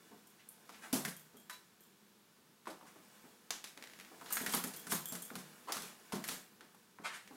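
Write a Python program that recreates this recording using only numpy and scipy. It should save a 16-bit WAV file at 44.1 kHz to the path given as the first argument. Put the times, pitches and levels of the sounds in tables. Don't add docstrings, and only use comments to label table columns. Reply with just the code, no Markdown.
import sys
import numpy as np
from scipy import signal
from scipy.fft import rfft, irfft, next_fast_len
from scipy.io import wavfile
from scipy.ndimage import uniform_filter1d, map_coordinates

SR = 44100
rng = np.random.default_rng(int(sys.argv[2]) if len(sys.argv) > 2 else 0)


def to_wav(s):
    ch = np.atleast_2d(s).T
    pcm = np.round(np.clip(ch, -1, 1) * 32767)
    wavfile.write(sys.argv[1], SR, pcm.astype(np.int16))


N = 324576
SIZE = 10240
T = np.arange(SIZE) / SR
HZ = np.fft.rfftfreq(SIZE, 1 / SR)


def amp(db):
    return np.exp(np.asarray(db) * np.log(10) / 20)


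def norm(x):
    return x / np.sqrt(np.sum(x ** 2) + 1e-20)


def curve_at(points, hz):
    pitch_hz, level_db = np.transpose(points)
    return np.interp(np.log(hz + 1), np.log(pitch_hz + 1), level_db)


def hump(hz, centre_hz, octaves):
    return np.exp(-.5 * (np.log2((hz + 1) / centre_hz) / octaves) ** 2)


def resonance_db(hz, centre_hz, peak_db, q):
    bell = 1 / (1 + (q * (hz / centre_hz - centre_hz / (hz + 1))) ** 2)
    return 10 * np.log10(1 + amp(peak_db) ** 2 * bell ** 2)


def shape_burst(burst, tone_db):
    spectrum = rfft(burst)
    power = np.abs(uniform_filter1d(np.abs(spectrum) ** 2, size=58))
    own_tone = np.sqrt(power + power.mean() / 20)
    cepstrum = irfft(np.log(amp(tone_db) / own_tone))
    cepstrum[1:SIZE // 2] *= 2
    cepstrum[SIZE // 2 + 1:] = 0
    return norm(irfft(spectrum * np.exp(rfft(cepstrum))))


def shape_noise(noise, tone):
    gain = amp(curve_at(tone, np.fft.rfftfreq(N, 1 / SR)))
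    return norm(irfft(rfft(noise) * gain, N)) * np.sqrt(N)


def grit(spiky_db, size):
    strength = np.minimum(rng.standard_normal(size // 16 + 1), 2)
    return rng.standard_normal(size) * amp(spiky_db * np.repeat(strength, 16)[:size])


def contact(scatter_s, spiky_db):
    age = (T[:SIZE // 4] + 1 / SR) / max(scatter_s, 1e-4)
    chatter = grit(spiky_db, len(age)) * np.exp(-age) * (1 - np.exp(-age / 0.32))
    return norm(np.pad(chatter, (0, SIZE - len(age))))


def fade_in(rise_s):
    return 1 - np.exp(-T / rise_s)


def ringing(tones, vary_db, detune):
    pitch_hz, level_db, fade_s = np.transpose(tones)[:, :, None]
    strength, shift = rng.standard_normal((2,) + pitch_hz.shape)
    phase = 2 * np.pi * pitch_hz * (1 + detune * shift) * T
    envelope = amp(level_db + vary_db * strength - 60 * T / fade_s)
    return np.sum(envelope * np.sin(phase.astype(np.float32)), axis=0)


def rattle(rate_hz, depth):
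    return 1 + depth * map_coordinates(rng.standard_normal(SIZE // 16), [T * rate_hz])


def room(sound, tail_db, near_db):
    dull_fade_s, bright_fade_s, split_hz = 0.36, 0.33, 7000
    noise = rng.standard_normal(SIZE)
    dull = signal.lfilter(*signal.butter(1, split_hz, fs=SR), noise)
    tail = dull * amp(-60 * T / dull_fade_s) + (noise - dull) * amp(-60 * T / bright_fade_s)
    tail = norm(tail * fade_in(rise_s=0.0032))
    near = norm(rng.standard_normal(SIZE) * np.exp(-np.minimum(T / 0.0055, 20)))
    return sound + signal.fftconvolve(sound, amp(near_db) * near + amp(tail_db) * tail)[:len(sound)]


def add(track, start_s, level_db, sound):
    part = track[max(round(start_s * SR), 0):][:SIZE]
    part += (amp(level_db) * np.sqrt(SR / 20) * norm(sound))[:len(part)]


def background():
    # pitch_hz, level_db
    murmur_tone = [(15, -45), (25, -25), (33, -43), (102, -21), (212, -5.5), (263, -16), (405, -13),
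                   (624, -24), (818, -23.5), (936, -18.5), (1480, -23), (2050, -25.5), (3920, -24.5),
                   (6920, -29), (16000, -30.5)]
    return amp(-68.0) * shape_noise(rng.standard_normal(N), murmur_tone)


def shuffle():
    # time_s, relative_level_db
    restlessness = [(0, -65), (.42, -70.5), (.65, -66.5), (.9, -60.5), (1.3, -70.5), (1.7, -72.5),
                    (2.6, -74.5), (2.8, -68), (3.2, -64), (3.65, -73), (3.82, -64), (4.15, -62),
                    (4.4, -54.5), (4.8, -58), (6.0, -63.5), (6.3, -58.5), (6.5, -68.5), (7.1, -73.5),
                    (7.36, -64)]
    # pitch_hz, level_db
    fur_tone = [(30, -37), (100, -6), (220, 11), (500, 2), (1400, 1), (3000, -4.5), (7000, -6.5),
                (12000, -7.5), (16000, -10.5)]
    level_db = np.interp(np.arange(N) / SR, *np.transpose(restlessness))
    rustle = shape_noise(grit(spiky_db=4, size=N), fur_tone)
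    return room(amp(level_db - 2.5) * rustle, tail_db=1.0, near_db=-3)


def clink():
    # pitch_hz, level_db, fade_s
    fitting_tones = [(1006, -5, .15), (1546, -12, 0.18), (4118, -2.5, 0.13), (3940, -5, 0.15),
                     (5460, -1, 0.18), (5430, -6, .2), (6800, -9, .15)]
    track = np.zeros(N)
    metal = ringing(fitting_tones, vary_db=4.0, detune=0.002) * rattle(rate_hz=195, depth=1.0)
    add(track, start_s=1.5, level_db=-56.5, sound=room(metal, tail_db=2, near_db=-3))
    return track


def skids():
    # start_s, length_s, level_db, rasp_hz, rasp_db
    slides = [(0.382, 0.033, -66.5, 2060, 31), (0.732, 0.034, -60.5, 1860, 34),
              (0.809, 0.067, -51.5, 1120, 18.5), (2.668, 0.033, -52.5, 700, 24),
              (2.853, 0.053, -62, 1200, 16), (4.287, 0.082, -48, 1480, 16), (4.463, 0.093, -47, 1600, 0),
              (4.888, 0.053, -42, 1500, -15), (5.671, 0.047, -44.5, 806, 31), (5.726, 0.034, -51, 1220, 15),
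              (5.797, 0.13, -53.5, 1500, 11), (6.262, 0.093, -47, 2000, -14), (7.034, 0.049, -41, 1430, 26),
              (7.112, 0.07, -49.5, 1710, 15)]
    # pitch_hz, level_db
    rasp_tone = [(30, -22), (120, -6), (400, 4), (1000, 3), (5000, 5), (9000, 8.5), (13000, -0.5),
                 (16000, -7)]
    track = np.zeros(N)
    for start_s, length_s, level_db, rasp_hz, rasp_db in slides:
        stroke = np.sin(np.pi * np.clip(T / length_s, 0, 1)) * grit(spiky_db=4, size=SIZE)
        tone_db = curve_at(rasp_tone, HZ) + resonance_db(HZ, rasp_hz, rasp_db, q=0.73)
        add(track, start_s, level_db, room(shape_burst(stroke, tone_db), tail_db=4.5, near_db=4.0))
    return track


def tag_contacts():
    # start_s, level_db, scatter_s, ring_share (0 all tag, 1 all ring)
    jolts = [(.271, -68, 0.0013, 0.4), (1.1663, -59, 0.00049, .7), (1.369, -64, .0023, 0.7),
             (1.807, -67, 0.0013, .8), (4.3241, -38, .004, 0), (4.415, -50, 0.0089, .6),
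             (4.522, -45, .008, .3), (4.762, -52.5, .0053, .85), (4.914, -40.5, 0.01, 0.07),
             (5.057, -46, .0008, 0.94), (5.221, -50, .0033, 0.07), (6.278, -50, .004, 0.7),
             (6.342, -60, .002, 0.1)]
    for start_s, level_db, scatter_s, ring_share in jolts:
        yield start_s, level_db, scatter_s, ring_share
        yield start_s + .03, level_db - 5.5, scatter_s, ring_share


def collar():
    # pitch_hz, level_db, fade_s
    tag_tones = [(6660, -0.5, 0.12), (7040, -2, 0.062), (7500, -14, 0.055), (8280, 3, 0.026),
                 (8680, 13.5, 0.034), (10760, -0.5, .09), (10900, -11, .05), (11840, 4, 0.044),
                 (12240, 0, 0.055), (12400, -20, .06), (13500, 9, .05), (14300, -15, .08),
                 (14740, -20, .07), (15300, -15, .07)]
    # pitch_hz, level_db, fade_s
    ring_tones = [(3280, 1, 0.073), (3400, -9, 0.14), (7520, -13.5, 0.54), (9500, -28, 0.26),
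                  (9450, -6, 0.084), (11100, -18, .08), (12550, -24, .08), (14100, -6, 0.074),
                  (14000, 3, 0.09)]
    tick_db = curve_at(
        [(100, -18), (4500, -20), (6500, -6.5), (8500, -5.5), (14000, -1.5), (16000, -15)], HZ)
    track = np.zeros(N)
    for start_s, level_db, scatter_s, ring_share in tag_contacts():
        tag, ring = (norm(ringing(tones, vary_db=1.5, detune=0.008) * rattle(rate_hz=275, depth=1.0))
                     for tones in (tag_tones, ring_tones))
        metal = (np.sqrt(1 - ring_share) * tag + np.sqrt(ring_share) * ring) * fade_in(scatter_s)
        tick = shape_burst(contact(scatter_s, spiky_db=4), tick_db)
        add(track, start_s, level_db, room(norm(metal) + amp(1.5) * tick, tail_db=-1.5, near_db=-8))
    return track


def pad_contacts(middle_step_db):
    # start_s, level_db, boom_hz
    steps = [(.112, -59, 257), (.69, -63.5, 335), (0.9298, -35.5, 250), (1.054, -49, 208),
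             (1.341, -62.5, 230), (2.672, -50.5, 350), (2.826, -62, 310), (2.958, -62.5, 266),
             (3.24, -62, 243), (3.504, -62, 354), (3.769, -61.5, 295), (4.112, -60, 292),
             (4.216, -58.5, 287), (4.41, -47.5, 241), (4.481, -50, 220), (4.542, -43, 238),
             (4.643, -47, 237), (4.869, -55, 210), (4.923, -43.5, 216), (5.122, -49.5, 224),
             (5.311, -53.5, 240), (5.361, -52, 182), (5.688, -60, 322), (5.763, -57, 216),
             (5.832, -57, 205), (6.134, -41.5, 225), (6.297, -55, 215), (6.61, -66, 285), (6.996, -57, 230),
             (7.307, -57.5, 286)]
    for start_s, level_db, boom_hz in steps:
        stiffness_db = 20 * np.log2(boom_hz / 248)
        squash_db = 0.17 * (level_db - middle_step_db)
        knock_db, weight_knock_db = 0.5 + stiffness_db - squash_db, -6
        yield start_s, level_db, boom_hz, knock_db
        yield start_s + .022, level_db - 6.5, 0.883 * boom_hz, weight_knock_db


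def paws():
    # pitch_hz, level_db, fade_s
    board_tones = [(117, -15, 0.059), (155, -5, 0.83), (183.3, 3, 0.29), (210.3, -0.5, 0.23),
                   (245.5, 3, 0.24), (267, 3, 0.21), (294.3, 5, 0.13), (358, 2, 0.25), (423, 23, 0.05)]
    # pitch_hz, level_db
    knock_tone = [(30, -37), (100, -16), (250, 1), (500, -0.5), (900, -1), (1300, -7), (2200, -18),
                  (5000, -52), (16000, -41)]
    middle_step_db, flex_fade_s = -53, 0.063
    pad_db = curve_at(knock_tone, HZ)
    track = np.zeros(N)
    for start_s, level_db, boom_hz, knock_db in pad_contacts(middle_step_db):
        tones = [(hz, db + 14 * hump(hz, boom_hz, octaves=0.21), fade_s)
                 for hz, db, fade_s in board_tones]
        boom = norm(ringing(tones, vary_db=3.5, detune=0.026) * fade_in(rise_s=0.0067))
        knock = shape_burst(contact(scatter_s=0.005, spiky_db=1.5), pad_db)
        knock = norm(room(knock, tail_db=5.0, near_db=-7.0))
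        flex = norm(ringing([(boom_hz, 0, flex_fade_s)], vary_db=0, detune=0) * fade_in(rise_s=0.0053))
        flex_db = -5.5 + 0.3 * (level_db - middle_step_db)
        add(track, start_s, level_db, boom + amp(flex_db) * flex + amp(knock_db) * knock)
    return track


def nail_contacts():
    # start_s, level_db, scatter_s, ring_hz, ring_db, bright_db
    clicks = [(0.4887, -57.5, 0.0011, 9000, 5, 29), (.692, -58, .003, 980, 16.5, -10),
              (0.928, -38.5, 0.0041, 754, -24, 0.5), (1.0493, -43, 0.0028, 1760, 15, -1),
              (1.496, -51, 0.0042, 1550, 13.5, -5), (2.656, -63, 0.0023, 1100, 19, -11),
              (2.6703, -49, .002, 900, 31, -9), (2.811, -65, .0015, 990, 35, -5),
              (2.959, -74, 0.0016, 890, 28, -8), (3.506, -42, 0.0009, 6340, 6.5, -12),
              (3.641, -51.5, 0.0021, 2250, 2, -8), (4.211, -58.5, 0.0028, 1080, 29, -1),
              (4.258, -56, 0.0084, 1800, -1, -14), (4.304, -51, .0048, 1190, 22, 8),
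              (4.369, -42.5, 0.0028, 1570, 16, -7.5), (4.462, -42, 0.0036, 1710, 12, -4.5),
              (4.536, -38.5, 0.0053, 1100, 9.5, -7), (4.548, -41, 0.00044, 900, 4, 35),
              (4.639, -44.5, 0.0024, 1590, 11, 3), (4.736, -54.5, 0.0042, 1410, -3, -2),
              (4.868, -52.5, 0.0044, 1380, 13.5, 2), (4.919, -40.5, 0.0037, 1140, 16, -3.5),
              (5.1218, -48.5, 0.0042, 1200, -4, 3.5), (5.152, -52.5, 0.002, 1400, 9, -1),
              (5.303, -56.5, 0.0013, 1260, 42, -3), (5.354, -50, 0.0027, 1230, 9, -4.5),
              (5.684, -56, 0.0016, 864, 33, -1), (5.7217, -42.5, 0.002, 5540, 5, -2.5),
              (5.768, -48, 0.0033, 1280, 8, -8), (5.82, -53, 0.0041, 1300, -6, -2),
              (6.121, -46, 0.0086, 980, 14, -6.5), (6.2399, -48.5, 0.0036, 1700, 9, -4),
              (6.287, -44.5, 0.0022, 1720, 2, -10), (6.608, -61.5, 0.0015, 1380, 13, -15),
              (6.746, -69.5, 0.0018, 980, 23, 6), (6.986, -61.5, 0.0016, 1080, 52, -8)]
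    # start_s, level_db
    tips = [(3.775, -58), (3.825, -56.5), (3.839, -57.5), (3.873, -62), (3.898, -64.5), (3.935, -62),
            (3.989, -64), (3.999, -58), (4.01, -63), (4.048, -64), (7.276, -62.5)]
    flat_landing_s, drag_scatter_s = 0.0023, 0.014
    for start_s, level_db, scatter_s, ring_hz, ring_db, bright_db in clicks:
        yield start_s, level_db, scatter_s, ring_hz, ring_db, bright_db
        yield start_s + 2.6 * scatter_s, level_db - 6.5, scatter_s, ring_hz, 0.66 * ring_db, bright_db
        flatness = np.clip(scatter_s / flat_landing_s, .01, 1)
        drag_db = level_db - 6.5 + 20 * np.log10(flatness)
        yield start_s + .028, drag_db, drag_scatter_s, ring_hz, 0.2 * ring_db, bright_db
    scatter_s, ring_hz, ring_db, bright_db = 0.00097, 2040, 6.5, -12.5
    for start_s, level_db in tips:
        yield start_s, level_db, scatter_s, ring_hz, ring_db, bright_db


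def claws():
    # pitch_hz, level_db
    click_tone = [(30, -9), (100, -29), (300, -4.5), (800, -1), (2500, -0.5), (4000, 2), (5800, 2),
                  (8000, 2.5), (11000, 4.5), (14000, -1), (16000, -8)]
    click_db = curve_at(click_tone, HZ)
    treble = hump(HZ, centre_hz=13100, octaves=0.87)
    track = np.zeros(N)
    for start_s, level_db, scatter_s, ring_hz, ring_db, bright_db in nail_contacts():
        q = 1.21 * (ring_hz / 1000) ** 0.55
        tone_db = click_db + resonance_db(HZ, ring_hz, ring_db, q) + bright_db * treble
        tap = shape_burst(contact(scatter_s, spiky_db=3.0), tone_db)
        add(track, start_s, level_db, room(tap, tail_db=-0.5 - 0.16 * ring_db, near_db=-3.5))
    return track


def scene():
    return (claws() + paws() + collar() + clink() + skids() + shuffle() + background())[None]


def record(dry):
    top_hz = 15900
    size = next_fast_len(N + SIZE)
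    audible = np.fft.rfftfreq(size, 1 / SR) < top_hz
    return irfft(rfft(dry, size) * audible, size)[:, :N]


dry = scene()
out = record(dry)
to_wav(out)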